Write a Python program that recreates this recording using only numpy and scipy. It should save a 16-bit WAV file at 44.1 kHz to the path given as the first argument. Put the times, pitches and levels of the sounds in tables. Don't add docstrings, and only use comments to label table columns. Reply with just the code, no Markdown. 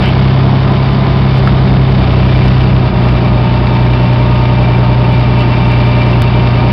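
import sys
import numpy as np
from scipy import signal
from scipy.fft import rfft, irfft, next_fast_len
from scipy.io import wavfile
from scipy.ndimage import uniform_filter1d

SR = 44100
rng = np.random.default_rng(int(sys.argv[2]) if len(sys.argv) > 2 else 0)


def level_to_linear(level):
    exponent = np.asarray(level, float) / 20
    return 10 ** exponent


def to_wav(s):
    ch = np.atleast_2d(s).T
    pcm = np.round(np.clip(ch, -1, 1) * 32767)
    wavfile.write(sys.argv[1], SR, pcm.astype(np.int16))


N = 296352
TIME = np.arange(N) / SR
SKIP_S, SKIP_SAMPLES = 6.2208, 1024
FIRINGS_PER_CYCLE = 6


def curves(rows):
    s, *columns = np.transpose(rows)
    return [np.interp(TIME, s, column) for column in columns]


def evened(x):
    return x / np.sqrt(np.mean(x ** 2) + 1e-20)


def drift(per_s):
    points = rng.standard_normal(int(N / SR * 60) + 2)
    span = max(int(30 / per_s), 1)
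    points = evened(uniform_filter1d(uniform_filter1d(points, span), span))
    return np.interp(TIME * 60, np.arange(len(points)), points)


def bump(middle_s, half_s):
    return np.exp(-((TIME - middle_s) / half_s) ** 2)


def tone(turns, rms_db):
    return np.sqrt(2) * level_to_linear(rms_db) * np.cos(2 * np.pi * turns)


def coloured(x, spectrum):
    hz, db = np.transpose(spectrum)
    size = next_fast_len(N)
    bins_hz = np.fft.rfftfreq(size, 1 / SR)
    gain = level_to_linear(np.interp(np.log(bins_hz + 1), np.log(hz + 1), db))
    return evened(irfft(rfft(x, size) * gain, size)[:N])


def ring(x, hz, width_hz):
    r = np.exp(-np.pi * width_hz / SR)
    return signal.lfilter([1], [1, -2 * r * np.cos(2 * np.pi * hz / SR), r * r], x)


# t/s, f/Hz, rms level/dB
HUM_TRACK = [(0, 61.7, -36.5), (.6, 60.6, -27.5), (.9, 57.96, -26.5), (1.2, 56.16, -18.5),
             (2.1, 54.8, -23.5), (2.5, 56.07, -19), (3.4, 57.5, -22), (4.2, 58.65, -29), (4.6, 58.25, -37),
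             (6.72, 58.09, -40.5)]


def second_motor():
    hum_hz, hum_db = curves(HUM_TRACK)
    return tone(np.cumsum(hum_hz) / SR, hum_db)


# f/Hz, width/Hz, rms level/dB
WAVERING_BANDS = [(132.2, 1.5, -33), (735, 8, -38), (938, 6, -37), (1100, 30, -39), (1223, 5, -35.5)]


def wavering_tones():
    out = np.zeros(N)
    for hz, width_hz, db in WAVERING_BANDS:
        out += level_to_linear(db) * evened(ring(rng.standard_normal(N), hz, width_hz))
    return out


def turbo_whistle():
    hz = 3055 - 10 * TIME + 6 * drift(12)
    fade_start_s, fade_db_per_s = 2, 49
    db = -42 - fade_db_per_s * np.maximum(TIME - fade_start_s, 0) + 2.3 * drift(8)
    return tone(np.cumsum(hz) / SR, db)


# f/Hz, width/Hz, relative level/dB
SPREADER_RINGS = [(2280, 130, -3), (2700, 130, -1), (2980, 130, 0)]


def scrape():
    slips_per_s, level_db = 1500, -22.5
    slips = rng.standard_normal(N) * (rng.random(N) < slips_per_s / SR)
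    rings = sum(level_to_linear(db) * evened(ring(slips, hz, width_hz)) for hz, width_hz, db in SPREADER_RINGS)
    return level_to_linear(level_db) * bump(.07, .045) * evened(rings)


# t/s, level/dB of the first mode before decay, f/Hz, t60/s
STEEL_KNOCKS = [(1.4742, -1, 1320, .024), (3.17, -25, 2690, .08), (3.96, -24, 2690, .08),
                (5.54, -24, 2690, .08), (5.65, -22, 2690, .08), (6.13, -21, 2690, .08)]
# multiple of its f, relative level/dB
STEEL_MODES = [(1, 0), (1.25, -9)]


def knocks():
    out, t = np.zeros(N), TIME[:4000]
    for s, db, hz, t60_s in STEEL_KNOCKS:
        at = round(s * SR)
        modes = sum(level_to_linear(mode_db) * np.sin(2 * np.pi * k * hz * t) for k, mode_db in STEEL_MODES)
        attack = np.minimum(t / .0004, 1)
        out[at:at + len(t)] += level_to_linear(db - 60 * t / t60_s) * modes * attack
    return out


# t/s, crank speed/rpm, exhaust boom level/dB, combustion load/dB
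ENGINE_COURSE = [(0, 1294, -12.5, 2.5), (.15, 1313, -9, 1.5), (.45, 1325, -8, 0), (.75, 1325, -10.5, 0.5),
                 (1.05, 1328, -11, -0.5), (1.37, 1315, -8.5, 0.5), (1.87, 1312, -8.5, 0),
                 (2.05, 1278, -10.5, 1), (2.5, 1278, -7.5, 2), (2.79, 1276, -9, -0.5),
                 (2.93, 1226, -10, -0.5), (3.08, 1235, -9, -0.5), (3.2, 1235, -11.5, -0.5),
                 (3.35, 1227, -9.5, -1.5), (3.58, 1226, -11.5, -0.5), (3.8, 1226, -9, -0.5),
                 (4.9, 1221, -8.5, -1), (5.3, 1221, -9, -1), (5.5, 1211, -9.5, 0.5), (6.72, 1211, -9, 0)]


def engine_course():
    return curves(ENGINE_COURSE)


def crank():
    rpm = engine_course()[0]
    per_sample = rpm / 120 / SR
    per_sample[round(SKIP_S * SR)] *= SKIP_SAMPLES
    start_cycles = .37
    return start_cycles + np.cumsum(per_sample)


def slowed(from_rpm, span_rpm):
    return np.clip((from_rpm - engine_course()[0]) / span_rpm, 0, 1)


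def fuel_cut():
    return bump(2.925, .027)


# crank speed/rpm, then level/dB of firing tone, half tone, fan, gear pump, gear mesh
TONES_BY_RPM = [(1211, -15.5, -22.5, -27.5, -26.5, -28.5), (1223.6, -15.5, -24, -29.5, -22, -34),
                (1277, -13, -15.5, -32.5, -19, -37), (1311, -16, -17, -26, -19.5, -42),
                (1327, -19, -19, -24, -25, -31)]


def tone_levels():
    rpm, *columns = np.transpose(TONES_BY_RPM)
    now_rpm = engine_course()[0]
    return [np.interp(now_rpm, rpm, column) for column in columns]


def valve(opens_s, closes_s, open_db):
    shut_db, rise_s, fall_db_per_s = -47, .18, 23
    rise = np.clip((TIME - opens_s) / rise_s, 0, 1)
    fall_db = fall_db_per_s * np.maximum(TIME - closes_s, 0)
    return np.maximum(shut_db + rise * (open_db - shut_db) - fall_db, shut_db)


def fan(cycle):
    blades_per_cycle = 16.17
    db = tone_levels()[2] + 1.4 * drift(.84)
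    return tone(blades_per_cycle * cycle, db) + tone(2 * blades_per_cycle * cycle, db - 16.5)


# multiple of the first, level/dB relative to it
PUMP_OVERTONES = [(2, -12), (3, -14), (4, -16)]


def gear_pump(cycle):
    pulses_per_cycle = 17.63
    pump_db = tone_levels()[3]
    out = tone(pulses_per_cycle * cycle, pump_db)
    for k, db in PUMP_OVERTONES:
        out += tone(k * pulses_per_cycle * cycle + rng.random(), pump_db + db + .64 * drift(3.4))
    return out


def gear_mesh(cycle):
    return tone(92 * cycle + .037 * drift(15), tone_levels()[4] + 1.1 * drift(6))


def lift_pump(cycle):
    low = tone(58.78 * cycle, valve(2.9, 5.9, -31) + .93 * drift(5))
    high = tone(88.17 * cycle, valve(3.25, 5.85, -28.5) + 2.1 * drift(6))
    return low + high


CYLINDER_LEVELS = [-10, -7, -8.5, -3.5, -5.5, -3]


def firings(cycle, spread_db, t60_s):
    count = np.floor(FIRINGS_PER_CYCLE * cycle + .3).astype(int)
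    chance_db = spread_db * rng.standard_normal(count[-1] + 1)
    size = level_to_linear(np.array(CYLINDER_LEVELS)[count % FIRINGS_PER_CYCLE] + chance_db[count])
    fires = np.diff(count, prepend=count[0]) == 1
    return signal.lfilter([1], [1, -level_to_linear(-60 / t60_s / SR)], size * fires)


# f/Hz, relative level/dB per Hz
ROAR_SPECTRUM = [(15, -44.5), (30, -19.5), (50, -9.5), (80, -17.5), (125, -14), (170, -5.5), (285, -13),
                 (380, -13.5), (470, -22.5), (600, -16), (760, -18), (930, -19), (1330, -29.5),
                 (1800, -37.5), (2340, -68), (3960, -120)]
# f/Hz, relative level/dB per Hz
CLATTER_SPECTRUM = [(590, -33.5), (1000, -8), (1490, -9), (2060, -8.5), (2270, -9.5), (2480, -8.5),
                    (3240, -11.5), (3610, -9), (3930, -16), (4740, -14.5), (5600, -16.5), (7280, -60.5),
                    (12300, -120)]
# f/Hz, width/Hz, relative level/dB running fast, same running slow
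PANEL_RINGS = [(2230, 80, 0, -11), (2352, 45, -8, 1.5), (2695, 45, -9, -1.5), (2950, 50, -9, -5),
               (3650, 200, -4, -9), (4550, 70, -14, -16)]


def block(cycle):
    load_db = engine_course()[2] - 4 * fuel_cut()
    puff = firings(cycle, spread_db=3.0, t60_s=.046)
    surface = rng.standard_normal(1200)
    repeat = evened(np.interp(cycle % 1, np.linspace(0, 1, len(surface)), surface))
    air, hiss, rattle = rng.standard_normal((3, N))

    roar = coloured((1.8 + puff) * air + 1.1 * repeat, ROAR_SPECTRUM)
    roar *= level_to_linear(-16 + .8 * drift(5.9))
    clatter = coloured((1.0 + puff) * hiss + .31 * repeat, CLATTER_SPECTRUM)
    clatter *= level_to_linear(-27 + load_db + .22 * drift(8))

    shake = (.6 + puff) * rattle
    slow = slowed(1315, 45)
    panels = np.zeros(N)
    for hz, width_hz, fast_db, slow_db in PANEL_RINGS:
        db = fast_db + slow * (slow_db - fast_db) + 1.3 * drift(7)
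        panels += level_to_linear(db) * evened(ring(shake, hz, width_hz))
    panels_db = -33 + .95 * TIME + load_db
    return roar + clatter + evened(panels) * level_to_linear(panels_db)


# multiple of the cycle, rms level/dB running fast, same running slow
EXHAUST_ORDERS = [(13, -33, -31), (14, -37, -36), (15, -27, -31), (18, -28, -35), (20, -36, -31),
                  (21, -35, -40), (22, -39, -36), (24, -32, -30), (25, -49, -34), (27, -41, -38),
                  (30, -35, -35), (33, -38, -37), (34, -34, -43), (36, -38, -38), (37, -46, -36),
                  (60, -39, -35), (66, -39, -48), (72, -42, -38), (78, -48, -40), (90, -46, -39),
                  (93, -46, -39), (120, -47, -39)]


def exhaust(cycle):
    cut_db = -11 * fuel_cut()
    boom_db = engine_course()[1] + cut_db
    firing_db, half_db = [db + cut_db for db in tone_levels()[:2]]
    lag = 1 / (2 * np.pi)
    out = tone(12 * cycle, boom_db + .4 * drift(8))
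    out += tone(FIRINGS_PER_CYCLE * cycle - lag, firing_db + 1.1 * drift(5))
    out += tone(9 * cycle - lag, half_db + 1.6 * drift(5))
    slow = slowed(1290, 60)
    for k, fast_db, slow_db in EXHAUST_ORDERS:
        db = fast_db + slow * (slow_db - fast_db) + 2.38 * drift(4)
        out += tone(k * cycle + rng.random(), db)
    return out


def scene():
    cycle = crank()
    background = second_motor() + wavering_tones() + turbo_whistle()
    steel = scrape() + knocks()
    driven = fan(cycle) + gear_pump(cycle) + gear_mesh(cycle) + lift_pump(cycle)
    return (background + steel + driven + block(cycle) + exhaust(cycle))[None]


def band_limit(x):
    return signal.sosfilt(signal.butter(12, 15870, fs=SR, output="sos"), x)


def record(dry):
    coarse = np.clip(signal.resample_poly(dry, 1, 4, axis=1) - .018, -.70, .70)
    stuffed = np.zeros_like(dry)
    stuffed[:, ::4] = 4 * coarse
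    smooth = signal.firwin(95, 5400, window=("kaiser", 7.5), fs=SR)
    out = signal.oaconvolve(stuffed, smooth[None], "same")
    after_s = TIME - SKIP_S
    decay = (after_s >= 0) * np.exp(-np.maximum(after_s, 0) / .002)
    out -= np.copysign(.6, out[0, round(SKIP_S * SR)]) * decay
    return band_limit(np.clip(out, -.71, .71))


dry = scene()
out = record(dry)
to_wav(out)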